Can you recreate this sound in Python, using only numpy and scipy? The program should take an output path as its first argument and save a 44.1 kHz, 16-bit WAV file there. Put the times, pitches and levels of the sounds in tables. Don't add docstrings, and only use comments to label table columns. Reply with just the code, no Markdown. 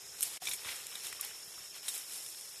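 import sys
import numpy as np
from scipy import signal
from scipy.io import wavfile
from scipy.ndimage import uniform_filter1d

SR = 44100
rng = np.random.default_rng(int(sys.argv[2]) if len(sys.argv) > 2 else 0)


def store_wav(level_fs):
    pcm = np.round(np.clip(np.atleast_2d(level_fs), -1, 1) * 32767)
    wavfile.write(sys.argv[1], SR, pcm.T.astype(np.int16))


def volts_from_decibels(level):
    exponent = np.asarray(level, float) / 20
    return 10 ** exponent


N = 114660

# pitch_hz, level_db
HUSH_COLOUR = [(25, -40), (60, -7.5), (170, -3), (270, -16), (360, 0.5), (700, -6.5), (2600, -12.5),
               (7000, 2), (14000, -16.5)]
HUSH_DB, HUSH_FADE_DB_PER_S, HUSH_PATCHY_DB = -57, 2, 1.2
WATER_HZ, WATER_WIDTH_HZ, WATER_DB = 385, 41, -80

# pitch_hz, level_db
SINGERS = [(5025, -5.5), (5250, -1), (5325, -2), (5570, -1.5)]
# pitch_hz, level_db
EARLY_SINGERS = [(5075, -3), (5200, -9), (5360, -0.5), (5580, -7)]
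THROB_HZ, WAVER_HZ, INSECT_DB = 37.97, 20.56, -56.5
FAR_INSECT_HZ, FAR_INSECT_WIDTH_HZ, FAR_INSECT_DB = 6700, 600, -65.0

# start_s, peak_db, pitch_hz
THUMPS = [(.212, -61, 50), (.413, -57, 62), (.418, -60, 160), (0.477, -53, 75), (.52, -60, 80),
          (.652, -52.5, 88), (.69, -56, 100), (.722, -60, 50), (1.051, -62, 70), (1.116, -58, 95),
          (1.472, -56, 51), (1.575, -59, 59.2), (1.6, -61, 60), (1.876, -63, 55)]
THUMP_T60_S = 0.048

# start_s, peak_db, pitch_hz, t60_s
KNOCKS = [(0.144, -50.5, 1530, 0.02), (0.2069, -49, 1325, 0.015), (0.4205, -42, 734, 0.036),
          (0.4706, -33, 2340, 0.031), (.485, -34.5, 2300, 0.018), (0.5126, -38.5, 2280, 0.035),
          (.533, -40.5, 2260, 0.043), (0.647, -41, 3500, 0.004), (.649, -40, 1300, .006),
          (.66, -41, 2720, .008), (0.6713, -40.5, 1440, 0.016), (.689, -39, 2110, .02),
          (.709, -48, 3600, .025), (.917, -50.5, 1170, 0.021), (1.0674, -39.5, 3420, 0.0077),
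          (1.1265, -36, 1950, 0.005), (1.1265, -52, 790, 0.0038), (1.192, -48, 1162, 0.059),
          (1.2277, -43, 2040, 0.0054), (1.236, -47, 2970, .008), (1.259, -42, 3060, 0.0047),
          (1.311, -49, 1760, 0.013), (1.579, -48, 1430, 0.0057), (1.843, -51, 2200, 0.013),
          (1.8822, -40, 2300, .005), (1.8828, -35, 3860, 0.01)]
# pitch_ratio, level_db
OVERTONES = [(1.071, -4), (1.55, -4), (2.5, -2)]
CONTACT_S = 0.0048
LOW_KNOCK_PURER_DB = 17

# start_s, peak_db, dull_part_db (against the bright part), tail_t60_s, strongest_hz
SNAPS = [(.2072, -17, -13, .015, 10800), (.2155, -30, -22, .08, 13200), (.2218, -18, -18, .018, 8800),
         (.2274, -11, -14, 0.032, 11400), (0.2327, -15, -12, 0.027, 10100), (0.236, -32, -25, 0.034, 9500),
         (0.454, -28, -3.5, 0.077, 7000), (0.4704, -25, -0.5, .05, 5700), (.4855, -32, -10, 0.035, 5800),
         (0.491, -25, -14, .03, 8600), (0.5125, -26, -1, .07, 6300), (0.521, -27, -15, 0.043, 6500),
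         (0.5346, -21.5, -12, 0.04, 9800), (0.541, -28, -12, .04, 8600), (.6475, -41, -3, .02, 6000),
         (.702, -42, -7, .015, 8000), (.7118, -36, -4, .02, 8000), (0.758, -30, -13, 0.076, 8000),
         (.8675, -24.5, -8, 0.01, 7940), (.9543, -30.5, 1, 0.032, 8450), (1.068, -29, -11, .046, 8560),
         (1.1265, -30, -14, 0.032, 9000), (1.2102, -18, -18, 0.022, 10800), (1.2477, -22, -20, .015, 11800),
         (1.2485, -28, -20, .015, 8000), (1.873, -38, -5, 0.013, 8000), (1.8814, -21, -6, 0.035, 7760),
         (1.8854, -21.5, -9, 0.097, 9250), (1.939, -27, -14, 0.033, 9500), (1.9498, -26, -22, 0.068, 9350),
         (1.9772, -27, -22, .04, 8600), (2.1217, -32, -7, 0.036, 8600), (2.134, -29, -8, .015, 9000),
         (2.143, -31, -11, 0.013, 9000), (2.158, -35, -4, .02, 8000), (2.262, -30, -6, 0.019, 9000),
         (2.287, -32, -12, .015, 9000), (2.41, -27, -17, 0.018, 10500)]
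CRACK_HZ = [5420, 7140, 8600, 10190, 12500]
CRACK_T60_S, DULL_HZ, DULL_T60_S = 0.0031, 3777, 0.0046
CRACK_FALL_DB_PER_OCTAVE = 13
TEAR_S = .0007
TAIL_DB, SPLINTER_SPREAD_DB, SNAP_LOW_CUT_HZ = -11, 3.5, 1370

# start_s, vigour_db, coarse_share_db
EARLY_BRUSH = [
    (0, -58.5, 0),
    (.15, -54, -5),
    (.25, -41, -10),
    (.38, -48, -3.5),
]
# start_s, vigour_db, coarse_share_db (big leaves and stems)
BRUSH = [(.42, -47.5, -4), (.5, -40.5, -10.5), (.55, -44, -15), (.59, -51, 0.5), (.84, -51, -2.5),
         (1.0, -51.5, -2), (1.17, -51.5, -1), (1.3, -53, -5.5), (1.6, -52.5, -3), (1.83, -57, -5.5),
         (2.05, -52, -6.5), (2.13, -44, -9.5), (2.35, -49.5, -8.5), (2.6, -52, -4.5)]
# peak_s, vigour_db, coarse_share_db, length_s
SWEEPS = [
    (0.691, -46.5, 4, 0.08),
    (0.763, -49.5, -2.5, 0.077),
    (0.964, -50.5, -2, 0.087),
    (1.056, -43.5, -8.5, 0.067),
    (1.253, -50, 0, 0.12),
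    (1.424, -59, 3, .02),
    (1.764, -50.5, -1, 0.046),
    (1.846, -51, -3, 0.06),
    (1.892, -45, -6.5, 0.092),
    (1.956, -43.5, -8, 0.11),
]
SWEEP_RISE = 0.62
# pitch_hz, level_db (per Hz)
FINE = [(2500, -26), (4000, -4), (6500, -1), (8500, -0.5), (10300, 1.5), (11500, 4.5), (12600, -7),
        (14000, 12.5)]
# pitch_hz, level_db (per Hz)
COARSE = [(250, -52), (400, -10.5), (700, -6), (1400, -4.5), (2300, 3.5), (3500, 4), (5000, -4),
          (7000, -4.5)]
GRAINS_PER_S, GRAIN_SPREAD_DB, LARGEST_GRAIN = 4000.0, 2, 4
GRAIN_CYCLES, CLUMP_DB = 6.8, 3.0
HISS_SHARE_DB, LEAF_PATCHY_DB, LEAF_LOW_CUT_HZ = 3, .8, 300

# time_s, gain_db
SCENE_CHANGE = [
    (0.376, 2),
    (.381, -15),
    (.398, -28.5),
    (.404, -15),
    (0.42, 0),
    (0.422, 2),
]
# pitch_hz, width_hz, depth (0 to 1)
MIC_DIPS = [(4780, 310, 0.19), (6100, 280, 0.35), (11060, 540, 0.3)]
# pitch_hz, width_hz, share_of_time (0 to 1)
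DROPOUTS = [(2050, 160, .12), (2300, 160, .14), (2500, 170, .16), (2750, 170, .18), (2950, 170, .16),
            (3150, 180, .18), (3400, 180, .12), (3650, 180, .16), (3900, 200, .18), (4100, 200, .22),
            (4300, 220, .28), (4500, 220, .28), (4680, 200, .3), (4830, 200, .4), (6150, 200, .15)]
DROPOUT_RATE_HZ, TOP_HZ = 24, 13520


def rms_one(x):
    return x / np.sqrt(np.mean(x ** 2) + 1e-20)


def low_cut(x, hz):
    return signal.sosfilt(signal.butter(3, hz, "high", fs=SR, output="sos"), x)


def drift(rate):
    r = np.exp(-2 * np.pi * rate / SR)
    wander = signal.lfilter([1], [1, -2 * r, r * r], rng.standard_normal(N + SR))
    return rms_one(wander[SR:])


def ring(clicks, hz, t60):
    r = volts_from_decibels(-60 / (t60 * SR))
    w = 2 * np.pi * hz / SR
    return signal.lfilter([0, np.sin(w)], [1, -2 * r * np.cos(w), r * r], clicks + 1e-18)


def band_t60(width_hz):
    return np.log(1000) / np.pi / width_hz


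def at_hz(points, hz):
    f, db = np.transpose(points)
    return np.interp(np.log(hz), np.log(f), db)


def hiss(spectrum, patchy_db):
    edges = 22 * 2 ** np.arange(0, 9.5, 1 / 3)
    out = 0
    together = drift(14)
    white = rng.standard_normal((2, N))
    for k, (low, high) in enumerate(zip(edges, edges[1:])):
        band_filter = signal.butter(2, [low, high], "band", fs=SR, output="sos")
        band = signal.sosfilt(band_filter, white[k % 2])
        flicker = together * min(low / 1500, 1) + 0.74 * drift(4.2)
        out = out + band * volts_from_decibels(at_hz(spectrum, np.sqrt(low * high)) + patchy_db * flicker)
    return rms_one(out)


def grains(spectrum, rate):
    size_db = GRAIN_SPREAD_DB * np.minimum(rng.exponential(1, N), LARGEST_GRAIN)
    sizes = volts_from_decibels(size_db) * rng.choice([-1, 1], N)
    born = rng.random(N) < rate * volts_from_decibels(CLUMP_DB * drift(25)) / SR
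    pitches = np.geomspace(spectrum[0][0], spectrum[-1][0], 20)
    dealt = rng.integers(0, 20, N)
    out = 0
    for k, hz in enumerate(pitches):
        clicks = sizes * born * (dealt == k)
        out = out + volts_from_decibels(at_hz(spectrum, hz)) * hz * ring(clicks, hz, GRAIN_CYCLES / hz)
    return rms_one(out)


def add(out, s, sound):
    i = int(s * SR)
    out[i:i + len(sound)] += sound[:len(out) - i]


def distant_water():
    drone = ring(rng.standard_normal(N), WATER_HZ, band_t60(WATER_WIDTH_HZ))
    return volts_from_decibels(WATER_DB) * rms_one(low_cut(drone, 280))


def forest_hush():
    from_middle_s = (np.arange(N) - N / 2) / SR
    return volts_from_decibels(HUSH_DB - HUSH_FADE_DB_PER_S * from_middle_s) * hiss(HUSH_COLOUR, HUSH_PATCHY_DB)


def insects():
    turn, near = 2 * np.pi / SR, 0
    beat = turn * np.cumsum(THROB_HZ + 9.49 * drift(6.45))
    early = np.arange(N) < SCENE_CHANGE[2][0] * SR
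    for (hz_after, db_after), (hz_before, db_before) in zip(SINGERS, EARLY_SINGERS):
        hz = np.where(early, hz_before, hz_after)
        db = np.where(early, db_before, db_after)
        throb = np.clip(.7 + .42 * np.sin(beat + 1.3 * drift(6)), .15, 1)
        throb = throb * volts_from_decibels(2 * drift(16))
        near = near + volts_from_decibels(db) * throb * np.sin(turn * np.cumsum(hz + WAVER_HZ * drift(28.0)))
    far = ring(rng.standard_normal(N), FAR_INSECT_HZ, band_t60(FAR_INSECT_WIDTH_HZ))
    return volts_from_decibels(INSECT_DB) * rms_one(near) + volts_from_decibels(FAR_INSECT_DB) * rms_one(low_cut(far, 5700))


def thumps():
    out, t = np.zeros(N), np.arange(SR // 4) / SR
    for s, db, hz in THUMPS:
        force = signal.lfilter([1], [1, -.97], rng.standard_normal(len(t)))
        force = force * volts_from_decibels(-20 * t / 0.015) * np.minimum(t / 0.0034, 1)
        body = ring(force, hz, THUMP_T60_S)
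        body = body + volts_from_decibels(-1.0) * ring(force, 2.27 * hz, 0.6 * THUMP_T60_S)
        add(out, s, volts_from_decibels(db - 1.0) * body / np.abs(body).max())
    return low_cut(out, 59)


def knocks():
    out, t = np.zeros(N), np.arange(SR // 8) / SR
    for s, db, hz, t60 in KNOCKS:
        force = rng.standard_normal((4, len(t))) * volts_from_decibels(-20 * t / CONTACT_S)
        purer_db = LOW_KNOCK_PURER_DB * min(np.log2(hz / 2000), 0)
        for k, (ratio, below_db) in enumerate([(1, 0)] + list(OVERTONES)):
            mode = ring(force[k], hz * ratio, t60 / ratio)
            level_db = db + below_db + (ratio > 1) * purer_db
            add(out, s, volts_from_decibels(level_db) * mode / np.abs(mode).max())
    return low_cut(out, 560)


def snaps():
    out, t = np.zeros(N), np.arange(SR // 8) / SR
    for s, db, dull_db, tail_s, strongest_hz in SNAPS:
        noise, luck = rng.standard_normal((2, len(t))), rng.normal(0, 1, 6)
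        splinters = noise[0] * volts_from_decibels(SPLINTER_SPREAD_DB * np.abs(noise[1]) - 9.0)
        force = volts_from_decibels(TAIL_DB - 60 * t / max(tail_s, .005)) * splinters * np.minimum(t / TEAR_S, 1)
        force[int(TEAR_S * SR)] += 1
        bright = 0
        for k, hz in enumerate(CRACK_HZ):
            octaves_away = abs(np.log2(hz / strongest_hz))
            level = volts_from_decibels(0.49 * luck[k] - CRACK_FALL_DB_PER_OCTAVE * octaves_away)
            bright = bright + (-1) ** k * level * ring(force, hz, CRACK_T60_S)
        dull = volts_from_decibels(dull_db) * ring(force, DULL_HZ * (1 + luck[5] / 25), DULL_T60_S)
        add(out, s, volts_from_decibels(db - 6.0) * (bright + dull))
    return low_cut(out, SNAP_LOW_CUT_HZ)


def leaves():
    s, vigour_db, coarse_db = np.transpose(list(EARLY_BRUSH) + list(BRUSH))
    t = np.arange(N) / SR
    vigour_db, coarse_db = np.interp(t, s, vigour_db), np.interp(t, s, coarse_db)
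    fine_power, coarse_power = volts_from_decibels(2 * vigour_db), volts_from_decibels(2 * (vigour_db + coarse_db))
    for peak_s, db, share_db, length_s in SWEEPS:
        side_s = length_s * np.where(t < peak_s, SWEEP_RISE, 1)
        power = volts_from_decibels(2 * db) * np.exp(-(2 * (t - peak_s) / side_s) ** 2)
        fine_power = fine_power + power
        coarse_power = coarse_power + power * volts_from_decibels(2 * share_db)
    fine = grains(FINE, GRAINS_PER_S) + volts_from_decibels(HISS_SHARE_DB) * hiss(FINE, LEAF_PATCHY_DB)
    coarse = grains(COARSE, .3 * GRAINS_PER_S) + volts_from_decibels(HISS_SHARE_DB) * hiss(COARSE, LEAF_PATCHY_DB)
    foliage = volts_from_decibels(-5.5) * (np.sqrt(fine_power) * fine + np.sqrt(coarse_power) * coarse)
    return low_cut(foliage, LEAF_LOW_CUT_HZ)


def scene():
    background = forest_hush() + distant_water() + insects()
    animals = thumps() + knocks() + snaps() + leaves()
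    return (background + animals)[None]


def shape_spectrum(x):
    for hz, width_hz, depth in MIC_DIPS:
        peak = signal.lfilter(*signal.iirpeak(hz, hz / width_hz, fs=SR), x)
        x = x - np.clip(depth, 0, 1) * peak
    quietness = -np.log(uniform_filter1d(x ** 2, size=1000) + 1e-12) / 4
    for hz, width_hz, share in DROPOUTS:
        chance = drift(DROPOUT_RATE_HZ) + quietness
        lost = uniform_filter1d(1. * (chance > np.quantile(chance, 1 - share)), size=300)
        band = signal.butter(2, [hz - width_hz / 2, hz + width_hz / 2], "band", fs=SR, output="sos")
        x = x - lost * signal.sosfiltfilt(band, x)
    return signal.sosfilt(signal.ellip(10, .5, 62, TOP_HZ, fs=SR, output="sos"), x)


def top_cut(x):
    return signal.sosfilt(signal.butter(12, 14740, fs=SR, output="sos"), x)


def record(dry):
    s, db = np.transpose(SCENE_CHANGE)
    gain = volts_from_decibels(np.interp(np.arange(N) / SR, s, db))
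    return top_cut(shape_spectrum(dry) * gain)


dry = scene()
out = record(dry)
store_wav(out)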